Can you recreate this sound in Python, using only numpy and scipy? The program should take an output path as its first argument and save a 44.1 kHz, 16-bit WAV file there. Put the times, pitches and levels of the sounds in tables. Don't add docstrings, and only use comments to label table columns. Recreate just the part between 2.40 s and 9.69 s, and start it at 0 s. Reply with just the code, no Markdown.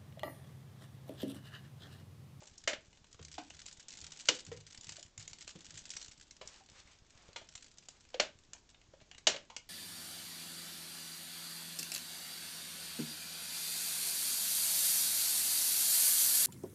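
import sys
import numpy as np
from scipy import signal
from scipy.fft import rfft, irfft, next_fast_len
from scipy.io import wavfile

SR = 44100
rng = np.random.default_rng(int(sys.argv[2]) if len(sys.argv) > 2 else 0)


def transcribe(u):
    v = np.clip(np.atleast_2d(u).T, -1, 1)
    q = np.round(v * 32767).astype(np.int16)
    wavfile.write(sys.argv[1], SR, q)


N = 321489
TAIL = np.arange(2 ** 14) / SR
BRISK_DB = -60.5

# frequency in Hz, half-power width in Hz, level in dB.
SHELL_MODES = [(1580, 230, -3.5), (1878, 80, -16.5), (2145, 59, -1), (2340, 81, -6.5), (2582, 61, -3),
               (2720, 93, -6.5), (2884, 41, 2.5), (3065, 50, -0.5), (3320, 74, -4.5), (3595, 46, -1.5),
               (4000, 320, -4), (4430, 130, -1), (5030, 370, -5), (5480, 140, -14), (5760, 120, -2.5),
               (6320, 120, -31), (6925, 110, -31.5)]
# frequency in Hz, gain in dB.
CRACK_COLOUR = [(40, -12.5), (150, -10), (330, 0.5), (700, 1), (1100, -1.5), (2000, 3), (3000, 4),
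                (5000, -1), (7200, -2), (8500, -12)]


def amp(db):
    return 10 ** (np.asarray(db) / 20)


def unit(x):
    return x / np.sqrt(np.mean(x ** 2) + 1e-20)


def along(points, hz):
    point_hz, value = np.transpose(points)
    return np.interp(np.log(hz + 1), np.log(point_hz + 1), value)


def add(track, s, sound):
    start = max(round(s * SR), 0)
    track[start:start + len(sound)] += sound[:max(N - start, 0)]


def colour(x, gain):
    size = 2 * next_fast_len(len(x) // 2 + 4096)
    log_gain = np.log(np.maximum(gain(np.fft.rfftfreq(size, 1 / SR)), 1e-6))
    cepstrum = irfft(log_gain)
    cepstrum[1:size // 2] *= 2
    cepstrum[size // 2 + 1:] = 0
    response = np.exp(rfft(cepstrum))
    return irfft(rfft(x, size) * response)[:len(x)]


def noise(spectrum):
    return unit(colour(rng.standard_normal(N), lambda hz: amp(along(spectrum, hz))))


def fade(attack, t60):
    return (1 - np.exp(-TAIL / attack)) * amp(-60 * TAIL / t60)


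def burst(gain, attack, t60):
    envelope = fade(attack, t60)
    crowd = colour(envelope * rng.standard_normal(len(TAIL)), gain)
    return unit(crowd) * np.sqrt(np.mean(envelope ** 2))


def hump(hz, centre_hz, q):
    return 1 / np.hypot(1, q * (hz / centre_hz - centre_hz / (hz + 1)))


def shell(hz, between_db):
    modes = sum(amp(db) ** 2 / (1 + (2 * (hz - mode_hz) / width_hz) ** 2)
                for mode_hz, width_hz, db in SHELL_MODES)
    return np.sqrt(amp(between_db) ** 2 + modes)


def room_tail():
    # frequency in Hz, 60 dB decay time in seconds.
    decay_times = [(100, 0.5), (500, 0.2), (1200, 0.24), (3000, 0.22), (8000, 0.18)]
    hz, t, z = signal.stft(rng.standard_normal(len(TAIL)), SR, nperseg=256)
    dying = z * amp(-60 * t / along(decay_times, hz)[:, None])
    tail = signal.istft(dying, SR, nperseg=256)[1][:len(TAIL)]
    tail = tail * (1 - np.exp(-(TAIL / 0.002) ** 2))
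    return tail / np.linalg.norm(tail)


def in_room(x, wet_db):
    return x + amp(wet_db) * signal.fftconvolve(x, room_tail())[:len(x)]


def rattle_level(s):
    # time in seconds, level in dB.
    roll_course = [(0,-65),(.24,-65),(.42,-76.5),(.79,-69.5),(.93,-61.5),(1.4,-61),(1.58,-54.5),(2.05,-57),(2.22,-66),(2.38,-57),(2.6,-58),(2.75,-87),(2.79,-56),(3.2,-63),(3.32,-56.5),(3.47,-57),(3.58,-54),(3.8,-67),(4.1,-66),(4.4,-71),(5.1,-65.5),(5.8,-75.5),(7.29,-79)]
    return np.interp(s, *np.transpose(roll_course))


def rolling():
    # frequency in Hz, gain in dB.
    grain_colour = [(500, -35), (900, -22.5), (1500, -7), (2450, -6), (3000, -5.5), (7200, -1.5),
                    (7900, -1), (9000, -16)]
    # frequency in Hz, gain in dB.
    rub_colour = [(60, -16), (200, 5), (450, -1.5), (900, -1), (1800, -15.5), (3500, 3), (7000, -30)]
    rattle_db = rattle_level(np.arange(N) / SR)
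    chance, size = rng.random(N), rng.standard_normal(N)
    rate = 150 * amp(0.65 * (rattle_db - BRISK_DB))
    contacts = (chance < rate / SR) * amp(7.1 * np.clip(size, -2, 2)) / np.sqrt(rate)
    power = np.abs(signal.fftconvolve(contacts ** 2, fade(attack=0.00016, t60=0.029) ** 2)[:N])
    gain = lambda hz: amp(along(grain_colour, hz)) * shell(hz, between_db=3.5)
    grains = colour(np.sqrt(power) * rng.standard_normal(N), gain)
    rattle = in_room(amp(rattle_db) * unit(grains), wet_db=-9.5)
    return rattle + amp(rattle_db - 12.5) * noise(rub_colour)


def room_quiet():
    # frequency in Hz, density in relative dB per Hz.
    quiet_spectrum = [(20, -3.5), (45, -0.5), (100, -5.5), (250, -10.5), (700, -18.5), (2000, -22.5),
                      (7000, -21), (9000, -31.5)]
    return amp(-69) * noise(quiet_spectrum)


def patter():
    slots = 400
    slot_s = N / SR / slots
    chance, offset = rng.random((2, slots))
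    size = rng.standard_normal(slots)
    s = (np.arange(slots) + offset) * slot_s
    effort_db = rattle_level(s) - BRISK_DB
    db = -39.5 + 0.63 * effort_db + 1.5 * np.clip(size, -2, 2)
    low_db = -12.5 - 0.94 * effort_db
    taps_per_s = 12 * amp(0.7 * effort_db)
    return np.column_stack([s, db, low_db])[chance < slot_s * taps_per_s]


def bumps():
    # start in seconds, level in dB, centre of the body in Hz,
    # shell level in dB; fixed trims are added to both levels.
    soft_bumps = [(0.018,-49.5,750,-23), (0.791,-49.5,402,-11.5), (0.980,-36.5,773,-10.5),
                  (0.982,-39,270,-22), (1.891,-36,286,-25), (2.115,-38,463,-14.5), (2.58,-52,614,-27),
                  (3.154,-44.5,164,-27), (3.156,-49.5,304,-10), (4.012,-43.5,570,-7),
                  (4.204,-56.5,810.6,-28), (4.887,-54.5,509,-21), (4.96,-41.5,760,-1.5),
                  (5.013,-50,566,-10), (6.147,-57,917,-14), (6.534,-48.5,570,-20), (6.612,-57.5,584,-6),
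                  (7.099,-46.5,930,-8.5)]
    out = np.zeros(N)
    rim_gain = lambda hz: amp(along(CRACK_COLOUR, hz)) * shell(hz, between_db=4.5)
    for s, db, centre_hz, shell_db in soft_bumps:
        body_gain = lambda hz: hump(hz, centre_hz, q=4.4) / np.hypot(1, (hz / 1300) ** 2)
        body = burst(body_gain, attack=0.0018, t60=0.029)
        rim = burst(rim_gain, attack=0.0014, t60=0.051)
        bump = amp(4.5) * body + amp(shell_db + 8.5) * rim
        add(out, s, amp(db - 2) * in_room(bump, wet_db=-4.0))
    return out


def ticks(taps):
    # frequency in Hz, gain in dB.
    claw_colour = [(100, -26.5), (700, -11.5), (1500, -15.5), (3000, -7.5), (5000, -1), (7200, 7),
                   (8500, -2)]
    out = np.zeros(N)
    spots_hz = np.geomspace(1500, 8000, num=12)
    for s, db, low_db in taps:
        spot = np.column_stack([spots_hz, 2.5 * rng.standard_normal(len(spots_hz))])
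        tilt = lambda hz: along([(2800, low_db + 18.5), (5500, 0)], hz) + along(spot, hz)
        gain = lambda hz: amp(along(claw_colour, hz) + tilt(hz)) * shell(hz, between_db=-6)
        tick = burst(gain, attack=.0003, t60=.026)
        add(out, s, amp(db - 7.5) * in_room(tick, wet_db=-8.0))
    return out


def pulses():
    # start in seconds, end in seconds.
    pulse_runs = [(0.117,.45),(.482,0.87),(1.117,1.45),(2.384,3.11),(3.287,3.7),(3.785,4.12),(4.32,4.52),(4.621,5.2),(5.955,6.2),(6.488,6.82)]
    gap_s, peak_db, spread_db = .1335, -55, 1.5
    out = np.zeros(N)
    push = -np.sin(2 * np.pi * 95 * TAIL) * fade(attack=0.00073, t60=0.021)
    push = push / np.abs(push).max()
    for start, end in pulse_runs:
        for s in np.arange(start, end, gap_s):
            add(out, s, amp(peak_db + spread_db * rng.standard_normal()) * push)
    return out


def ring(attack):
    total = np.zeros(len(TAIL))
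    for mode_hz, width_hz, db in SHELL_MODES:
        size_db, phase = rng.standard_normal(2)
        decay = np.exp(-np.pi * width_hz * TAIL)
        total += amp(db + size_db) * decay * np.sin(2 * np.pi * mode_hz * TAIL + np.pi * phase)
    return total * (1 - np.exp(-TAIL / attack))


def loud_burst(gain, attack, t60, wet_db):
    direct = burst(gain, attack, t60)
    return direct + amp(wet_db) * np.std(direct) * unit(colour(room_tail(), gain))


def clacks():
    # start in seconds, level in dB, hollow knock in dB, knock pitch in Hz,
    # tilt near 2 kHz in dB, treble tilt in dB, room in dB; fixed trims are added to the first two levels.
    collisions = [(0.2755,-19.5,-8.5,605,9,6.5,-0.5), (0.3321,-30,-8,608,0.5,-4,-5),
                  (1.887,-11,-16,490,-4,4,-8), (5.7427,-34.5,1.5,507,-1,-4,-5.5),
                  (5.7988,-15.5,-8.5,591,0,1.5,-4), (6.87,-12,-17.5,614,-1.5,5.5,-1),
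                  (6.9411,-36.5,-2,582,-4,-13,-1), (6.9622,-35.5,-18.5,600,1,2,-2)]
    out = np.zeros(N)
    for s, db, knock_db, knock_hz, middle_db, treble_db, room_db in collisions:
        tilt = lambda hz: along([(900, 0.0066), (2000, middle_db), (3300, 0.017), (6500, treble_db)], hz)
        plastic = lambda hz: amp(along(CRACK_COLOUR, hz) + tilt(hz)) * shell(hz, between_db=-3.5)
        hollow = lambda hz: hump(hz, knock_hz, q=8.6) * hump(hz, knock_hz, q=1.26)
        crack = loud_burst(plastic, attack=0.0027, t60=0.031, wet_db=room_db)
        knock = loud_burst(hollow, attack=0.00085, t60=0.018, wet_db=room_db)
        blow = crack + amp(-15.5) * ring(attack=0.0013) + amp(knock_db + 3.0) * knock
        add(out, s - .001, amp(db + .5) * blow)
    return out


def steps():
    # start in seconds, level in dB, settled boom in Hz.
    footfalls = [(0.802,-50,75), (0.862,-64,63.3), (0.93,-60,69.7), (1.14,-62.5,65.5), (1.616,-54,69.8),
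                 (2.073,-47.5,88), (2.169,-51.5,99), (2.464,-55,96), (2.772,-52.5,94.3), (3.329,-54,92)]
    pad_colour = [(30, -20), (90, -9.5), (220, -16.5), (600, -29.5), (2000, -58.0)]  # (Hz, dB)
    out = np.zeros(N)
    for s, db, boom_hz in footfalls:
        pitch_hz = boom_hz * (1 + 0.2 * np.exp(-TAIL / 0.035))
        boom = fade(attack=0.0042, t60=0.36) * np.sin(2 * np.pi * np.cumsum(pitch_hz) / SR)
        hum = fade(attack=0.0051, t60=0.56) * np.sin(2 * np.pi * 153 * TAIL)
        pad = burst(lambda hz: amp(along(pad_colour, hz)), attack=0.0034, t60=0.22)
        add(out, s, amp(db) * (boom + amp(-6.0) * hum + amp(-7.5) * pad))
    return out


def ball_air():
    # start in seconds, level in dB.
    air_hums = [(1.889, -40.5), (2.126, -55)]
    air_hz, air_t60_s = 513, 0.2
    out = np.zeros(N)
    hum = fade(attack=.002, t60=air_t60_s) * np.sin(2 * np.pi * air_hz * TAIL)
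    for s, db in air_hums:
        add(out, s, amp(db) * hum)
    return out


def scuffs():
    # start in seconds, length in seconds,
    # level in dB ahead of the swell, centre in Hz.
    brushes = [(4.016, 0.23, -62, 1640), (4.32, 0.12, -60.5, 1600), (4.42, 0.17, -66, 1530),
               (4.701, 0.28, -67, 915), (5.505, 0.1, -69, 1525)]
    out = np.zeros(N)
    for s, length_s, db, centre_hz in brushes:
        swell = np.hanning(round(length_s * SR)) ** 0.41
        fibres = colour(rng.standard_normal(len(swell)), lambda hz: hump(hz, centre_hz, q=0.31))
        add(out, s, amp(db) * swell * unit(fibres))
    return out


def scene():
    # start in seconds, level in dB,
    # low ring in dB; fixed trims are added to both levels.
    sharp_taps = [(0.0734,-40,-19),(0.179,-34.5,-34),(0.7282,-40.5,-17),(0.849,-32.5,-19),(0.9278,-39.5,-19),(1.1038,-36,-0.5),(1.262,-31,-15),(1.3266,-34,-16.5),(1.483,-30.5,-19),(2.3462,-36.5,-4),(2.4916,-28.5,-11),(2.6272,-33,-17),(2.7771,-31,-14.5),(2.8775,-30.5,-14.5),(2.9317,-33,-11),(3.0768,-29.5,-11.5),(3.376,-29.5,-16),(3.5033,-25,-16.5),(3.567,-24.5,-14),(3.626,-32.5,-18),(3.909,-36.5,-17),(4.074,-29.5,-24),(5.1527,-27.5,-11.5),(5.3833,-37.5,-13.5),(5.4853,-32.5,-14),(6.133,-31,-10.5),(6.345,-47,8),(6.7135,-37,-0.5),(6.747,-40.5,-1),(6.781,-36,-8),(7.1642,-24.5,-11)]
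    claws = ticks(sharp_taps) + ticks(patter())
    balls = rolling() + bumps() + claws + clacks() + ball_air() + scuffs()
    background = room_quiet() + pulses() + steps()
    return (balls + background)[None]


def record(dry):
    top_hz = 8500
    roll_off = lambda hz: amp(along([(7400, 1), (8100, -5.5), (8800, -4.5)], hz))
    return colour(dry[0], lambda hz: roll_off(hz) / np.hypot(1, (hz / top_hz) ** 40))[None]


dry = scene()
out = record(dry)
transcribe(out)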